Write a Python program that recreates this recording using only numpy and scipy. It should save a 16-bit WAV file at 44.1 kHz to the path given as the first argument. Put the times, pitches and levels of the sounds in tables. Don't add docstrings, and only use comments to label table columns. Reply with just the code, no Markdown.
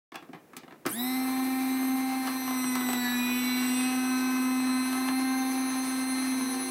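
import sys
import numpy as np
from scipy import signal
from scipy.fft import rfft, irfft
from scipy.io import wavfile
from scipy.ndimage import uniform_filter1d

SR = 44100
rng = np.random.default_rng(int(sys.argv[2]) if len(sys.argv) > 2 else 0)


def persist_wave(psi):
    counts = np.round(np.clip(psi, -1, 1) * 32767).astype(np.int16)
    wavfile.write(sys.argv[1], SR, np.atleast_2d(counts).T)


N = 295470
T = np.arange(N) / SR

# (time [s], shaft rate [Hz])
SHAFT_SPEED = [(1.2, 259.9), (1.26, 260.8), (2.14, 262.2), (2.37, 260.6), (2.92, 249.2), (2.97, 247.0),
               (3.08, 245.4), (3.2, 245.6), (3.44, 250.0), (3.7, 251.8), (3.9, 256.0), (4.37, 257.2),
               (4.79, 256.9), (5.2, 261.4), (5.52, 261.7), (5.83, 260.6), (6.5, 260.1), (6.68, 260.9)]
# (time [s], level [dB])
ROTOR_HUM = [(1.06, -29.5), (1.91, -28), (2.45, -34), (2.5, -31), (2.77, -29), (3.11, -31), (3.18, -29),
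             (4.73, -27), (4.99, -30.5), (5.17, -27.5), (5.65, -29.5), (5.69, -31), (6.39, -29.5),
             (6.69, -35.5)]
# (time [s], level [dB])
THIRD_TONE = [(1.06, -42), (1.61, -40), (1.83, -44.5), (2.03, -36.5), (2.71, -53), (3.05, -43.5),
              (3.3, -60), (3.93, -41), (4.62, -51.5), (5.34, -38), (6.28, -55), (6.69, -45.5)]
# (multiple [x shaft rate, rounded], lid tight [dB], lid loose [dB],
# added at full load [dB], added at switch-on [dB], throb [dB])
WHINE_TONES = [(8, -47.5, -51, 3.5, 0, 1.5), (16, -53.5, -46, 3.5, 8.5, -0.5), (24, -58, -49, 4.5, -8, 3),
               (32, -57, -56, 9.5, 4, 1.5), (38, -59.5, -43.5, -3, 6, 3), (48, -51, -53.5, -1.5, 14, 1),
               (63.6, -67, -72, 9, 35, 5)]
# (pitch [Hz], width [Hz], lift [dB])
FRAME_RINGS = [(2009, 5.4, -2), (3878, 207, 16), (4085, 33, 4), (7973, 55, 7.5), (8140, 144, 12.5),
               (9620, 300, 8.5), (11980, 230, 9)]
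# (multiple [x shaft rate], jaws open [dB], jaws gripping [dB])
LOW_TONES = [(2, -61.5, -61.5), (4, -52, -48.5), (5, -54, -54), (6, -59.5, -51), (7, -53.5, -54.5),
             (9, -52, -55.5), (10, -60, -53)]
# (middle [x shaft rate], jaws open [dB], jaws gripping [dB], added at full load [dB])
TONE_GROUPS = [(15, -55, -54, -2.5), (23.3, -60.5, -53.5, 1), (31.3, -51.5, -58, 9.5),
               (40.6, -52, -51, -2.5), (47.7, -50, -64, 19), (55.4, -52.5, -56, 1)]
# (peak time [s], length [s], multiple [x shaft rate], level [dB])
SQUEAL_TONES = [(1.076, 0.13, 15, -44.5), (1.1, .2, 21, -51), (2.517, .1, 4, -43), (2.59, .32, 23, -47.5),
                (2.593, 0.14, 5, -47.5), (3.06, 0.081, 8, -41), (3.063, 0.093, 18, -47),
                (3.107, 0.11, 7, -38.5), (3.277, 0.16, 10, -38), (3.372, 0.12, 12, -49),
                (3.51, 0.23, 9, -41), (3.524, 0.12, 16, -40), (3.597, 0.49, 11, -46), (3.45, .3, 14, -50.5),
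                (3.786, 0.085, 14, -49), (3.847, 0.12, 10, -41), (3.963, 0.87, 23, -48.5),
                (4.197, 0.79, 10, -46.5), (4.204, 0.37, 6, -44.5), (4.29, 0.79, 5, -48),
                (4.44, 0.55, 4, -44.5)]
# (frequency [Hz], relative level [dB])
RUSTLE_COLOUR = [(60, -63), (110, -29.5), (200, -5.5), (300, 8.5), (420, -7.5), (600, -12.5), (800, 1.5),
                 (1200, -15), (2300, -2), (3200, -15.5), (4000, -9), (7000, -12), (12000, 4), (15000, -43)]
# (time [s], level [dB])
TOOTH_RASP = [(2.2, -57), (2.8, -52.5), (3.8, -44), (4.15, -52.5), (5.05, -54)]
# (time [s], strength [dB], relative thud [dB], relative snap [dB], time to fade by 60 dB [s])
BLOWS = [(0.1196, -33, -13, -18, 0.04), (.143, -33, -18, -14, 0.083), (.156, -24, -23, -2, .028),
         (.224, -42, -1.5, -8, 0.054), (0.288, -51, 10, -8, 0.065), (0.331, -31.5, -8.5, -25, .047),
         (.347, -41, -3, -10, 0.061), (0.533, -40.5, -14, -5, 0.037), (.566, -38, -2.5, 15.5, 0.059),
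         (0.633, -36, -9, -21, 0.035), (.679, -38, -12, -40, 0.036), (.708, -37, -14, -26, .03),
         (.723, -35, -5, -35, 0.025), (0.853, -26, 1, -22, 0.066), (.862, -20.5, -31, 6, 0.054),
         (2.271, -24, -26, 1, 0.065), (2.477, -27.5, -11, 2, 0.042), (2.508, -27, -13, -4, 0.033),
         (2.641, -24, -11, -6, .024), (2.753, -22, -13, 4, 0.04), (2.808, -22.5, -12, -8, 0.025),
         (2.887, -21.5, -12, -5, 0.054), (2.903, -26, -30, 2, 0.041), (2.931, -28, -15, 12, 0.041),
         (4.928, -24.5, -17, 6, .017), (5.086, -21, -11, -30, 0.034)]
# (pitch [Hz], width [Hz], gain [dB])
HOUSING_RINGS = [(270, 127, 6), (359.3, 70, 9.5), (740, 123, 11), (1131, 236, 9), (1312, 87, 11),
                 (1690, 217, 3.5), (2230, 274, 3.5), (2720, 750, -2), (3800, 980, -5), (6160, 1000, -21.5),
                 (7500, 230, -9), (10700, 11300, -13.5)]
# (pitch [Hz], relative level [dB])
MAINS_TONES = [(120, 2), (240, 8), (360, 7), (480, 2.5)]
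# (frequency [Hz], relative level [dB])
ROOM_COLOUR = [(18, -26), (30, -16), (62, -11.5), (312, 2), (928, -11), (2430, -17.5), (2990, -24.5),
               (7060, -27.5), (8250, -27.5), (15000, -25.5)]

SWITCH_S = .862
FREE_HZ, STRAINED_HZ = 262.5, 245.5
PULSE_HZ = 120
GEAR_RATIO = 27


def motor(rate, spun, load, angle):
    rise = spun ** 6.2
    gains = {k: gain * rise for k, gain in weak_tones(load).items()} | whine(rate, load, angle)
    gains[3] = undb(curves(THIRD_TONE)[0] - 1 + 1.24 * wander(20)) * rise
    for peak_s, length, k, db in SQUEAL_TONES:
        swell = 0.5 ** (np.abs(2 * (T - peak_s) / length) ** 2.6 / 2)
        squeal = undb(db) * swell * (1 + .23 * wander(120))
        gains[k] = np.hypot(gains.get(k, 0), squeal)
    tones = sum(gain * sine(k * angle) for k, gain in gains.items())
    current = 1 + .07 * np.sin(2 * np.pi * PULSE_HZ * T)
    hum = undb(curves(ROTOR_HUM)[0] + .48 * wander(30)) * rise * np.sin(angle)
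    fade_in = np.interp(T, [.885, .94], [0, 1])
    return np.sqrt(2) * (hum + tones * current) * fade_in


def drive(from_s=.8405, spin_up_s=.0605):
    speed, = curves(SHAFT_SPEED)
    spun = 1 - die_away(from_s, spin_up_s)
    load = np.clip((FREE_HZ - speed) / (FREE_HZ - STRAINED_HZ), 0, 1)
    return speed * spun, spun, load


def shaft_angle(rate, load):
    chatter = .0005 + .04 * die_away(SWITCH_S, .08)
    wheel = np.sin(2 * np.pi * np.cumsum(rate) / SR / GEAR_RATIO)
    ripple = (.0015 + .0042 * np.sqrt(load)) * np.sin(2 * np.pi * PULSE_HZ * T)
    shake = .0004 * wheel + ripple + .0004 * wander(40) + chatter * wander(500)
    return 2 * np.pi * np.cumsum(rate * (1 + shake)) / SR


def whine(rate, load, angle, loosening_s=(3.87, 6)):
    loose = np.interp(T, loosening_s, [0, 1])
    surge = die_away(SWITCH_S, .19)
    gains = {}
    for multiple, tight_db, loose_db, load_db, surge_db, throb_db in WHINE_TONES:
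        k = round(multiple)
        lift = sum(db / (1 + (2 * (k * rate - hz) / width) ** 2) for hz, width, db in FRAME_RINGS)
        throb = throb_db * sine(angle / GEAR_RATIO)
        db = tight_db + loose * (loose_db - tight_db) + load * load_db + surge * surge_db + lift + throb
        gains[k] = undb(db + 2.07 * wander(5)) * (1 + .13 * wander(90))
    return gains


def weak_tones(load, gripping_s=(1.8, 2.75), fall_db=6.5):
    grip = np.interp(T, gripping_s, [0, 1])
    levels = {round(k): free + grip * (held - free) for k, free, held in LOW_TONES}
    for k in range(max(levels) + 1, 61):
        middle, free, held, load_db = min(TONE_GROUPS, key=lambda row: abs(row[0] - k))
        group_db = free + grip * (held - free) + load * load_db - fall_db * abs(k - middle)
        floor_db = -72 + 6.5 * load
        dip_db = -38 * np.exp(-((k * FREE_HZ - 7160) / 565) ** 2)
        levels[k] = np.maximum(group_db, floor_db) + dip_db
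    return {k: undb(db + 2 * wander(4.09)) * (1 + .38 * wander(90)) for k, db in levels.items()}


def gears(angle, clack_db=-46.5, rustle_db=-42.5):
    turns = np.diff(np.floor(angle / (2 * np.pi) + .2 * wander(500)), prepend=0) > 0
    hits = turns * undb(4 * noise()) * rng.choice([-1, 1], N)
    clacks = unit(band(housing(hits), 3340, "low"))
    rustle = unit(colour(noise(), RUSTLE_COLOUR)) * undb(2.8 * wander(30)) * (1 + .14 * np.sin(angle))
    hiss = band(noise(), 1300, "high")
    rasp = unit(band(band(hiss, 5500, "low"), 5500, "low")) * (1 + .34 * np.sin(angle))
    rattle = undb(clack_db) * clacks + undb(rustle_db) * rustle + undb(curves(TOOTH_RASP)[0]) * rasp
    return band(rattle, 6500, "low")


def knocks(thud_hz=450, snap_hz=4500, thud_boost_db=17):
    body, thud, snap = np.zeros((3, N))
    age = T[:SR // 4]
    for start_s, db, thud_db, snap_db, fade_s in BLOWS:
        burst = undb(db - 60 * age / fade_s) * noise(len(age))
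        at = slice(int(start_s * SR), int(start_s * SR) + len(age))
        body[at] += burst
        thud[at] += burst * undb(thud_db + thud_boost_db)
        snap[at] += burst * undb(snap_db)
    middle = band(band(body, thud_hz, "high"), snap_hz, "low")
    bass = band(band(thud, thud_hz, "low"), thud_hz, "low")
    return housing(middle - bass - band(snap, snap_hz, "high"))


def ticks(load, level_db=-55, fade_s=.012):
    per_second = (8.5 + 25 * load) * (T > SWITCH_S)
    slips = (rng.random(N) < per_second / SR) * undb(3 * noise())
    fade = undb(-60 * T[:SR // 20] / fade_s)
    chatter = housing(signal.fftconvolve(slips, fade)[:N] * noise())
    return undb(level_db) * unit(band(band(chatter, 800, "high"), 4000, "low"))


def housing(x):
    return sum((-1) ** k * undb(db) * signal.lfilter(*signal.iirpeak(hz, hz / width, fs=SR), x)
               for k, (hz, width, db) in enumerate(HOUSING_RINGS))


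def sparks(angle, above_hz=9000, start_db=-43, steady_db=-60):
    fizz = unit(band(band(noise(), above_hz, "high"), above_hz, "high")) * (1 + .55 * np.sin(angle))
    return fizz * (undb(steady_db) + undb(start_db) * die_away(SWITCH_S, .15))


def windings(load):
    current = undb(-71 + 11.5 * np.sqrt(load)) + undb(-52.5) * die_away(SWITCH_S, .045)
    (low_hz, low_db), *upper = MAINS_TONES
    hum = current * undb(low_db) * np.sin(2 * np.pi * low_hz * T)
    buzz = sum(undb(db + 3.9 * wander(5.3)) * sine(2 * np.pi * hz * T) for hz, db in upper)
    return np.sqrt(2) * (hum + undb(-62) * buzz)


def room_echo(x, fade_s=.21, echo_db=-9):
    age = T[:SR // 2]
    tail = band(noise(len(age)), 5000, "low") * undb(-60 * age / fade_s) * (age > .006)
    return x + undb(echo_db) * signal.fftconvolve(x, tail / np.linalg.norm(tail))[:N]


def room_tone(level_db=-57.5):
    return undb(level_db) * unit(colour(noise(), ROOM_COLOUR))


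def undb(db):
    return 10 ** (np.asarray(db) / 20)


def unit(x):
    return x / np.sqrt(np.mean(x ** 2))


def noise(count=N):
    return rng.standard_normal(count)


def sine(angle):
    return np.sin(angle + rng.uniform(0, 2 * np.pi))


def die_away(start_s, decay_s):
    return np.exp(-np.maximum(T - start_s, 0) / decay_s)


def curves(table):
    times, *columns = np.transpose(table)
    return [np.interp(T, times, column) for column in columns]


def wander(rate):
    hold = max(int(SR / rate), 2)
    steps = np.repeat(noise(N // hold + 2), hold)[rng.integers(hold):][:N]
    return unit(uniform_filter1d(steps, hold))


def colour(x, points):
    hz, db = np.transpose(points)
    freqs = np.maximum(np.fft.rfftfreq(N, 1 / SR), 1)
    return irfft(rfft(x) * undb(np.interp(np.log(freqs), np.log(hz), db)), N)


def band(x, hz, kind):
    return signal.sosfilt(signal.butter(2, hz, kind, fs=SR, output="sos"), x)


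def scene():
    rate, spun, load = drive()
    angle = shaft_angle(rate, load)
    running = np.clip((T - SWITCH_S) / .017, 0, 1)
    rattle = spun ** 4.9 * gears(angle)
    clatter = room_echo(knocks() + running * (rattle + ticks(load) + sparks(angle)))
    air = room_tone()
    return (motor(rate, spun, load, angle) + running * windings(load) + clatter + air)[None]


def record(dry, start_s=.119, bass_hz=95, top_hz=15750):
    thin = band(dry * (T > start_s), bass_hz, "high")
    return signal.sosfilt(signal.ellip(10, .2, 80, top_hz, fs=SR, output="sos"), thin)


dry = scene()
out = record(dry)
persist_wave(out)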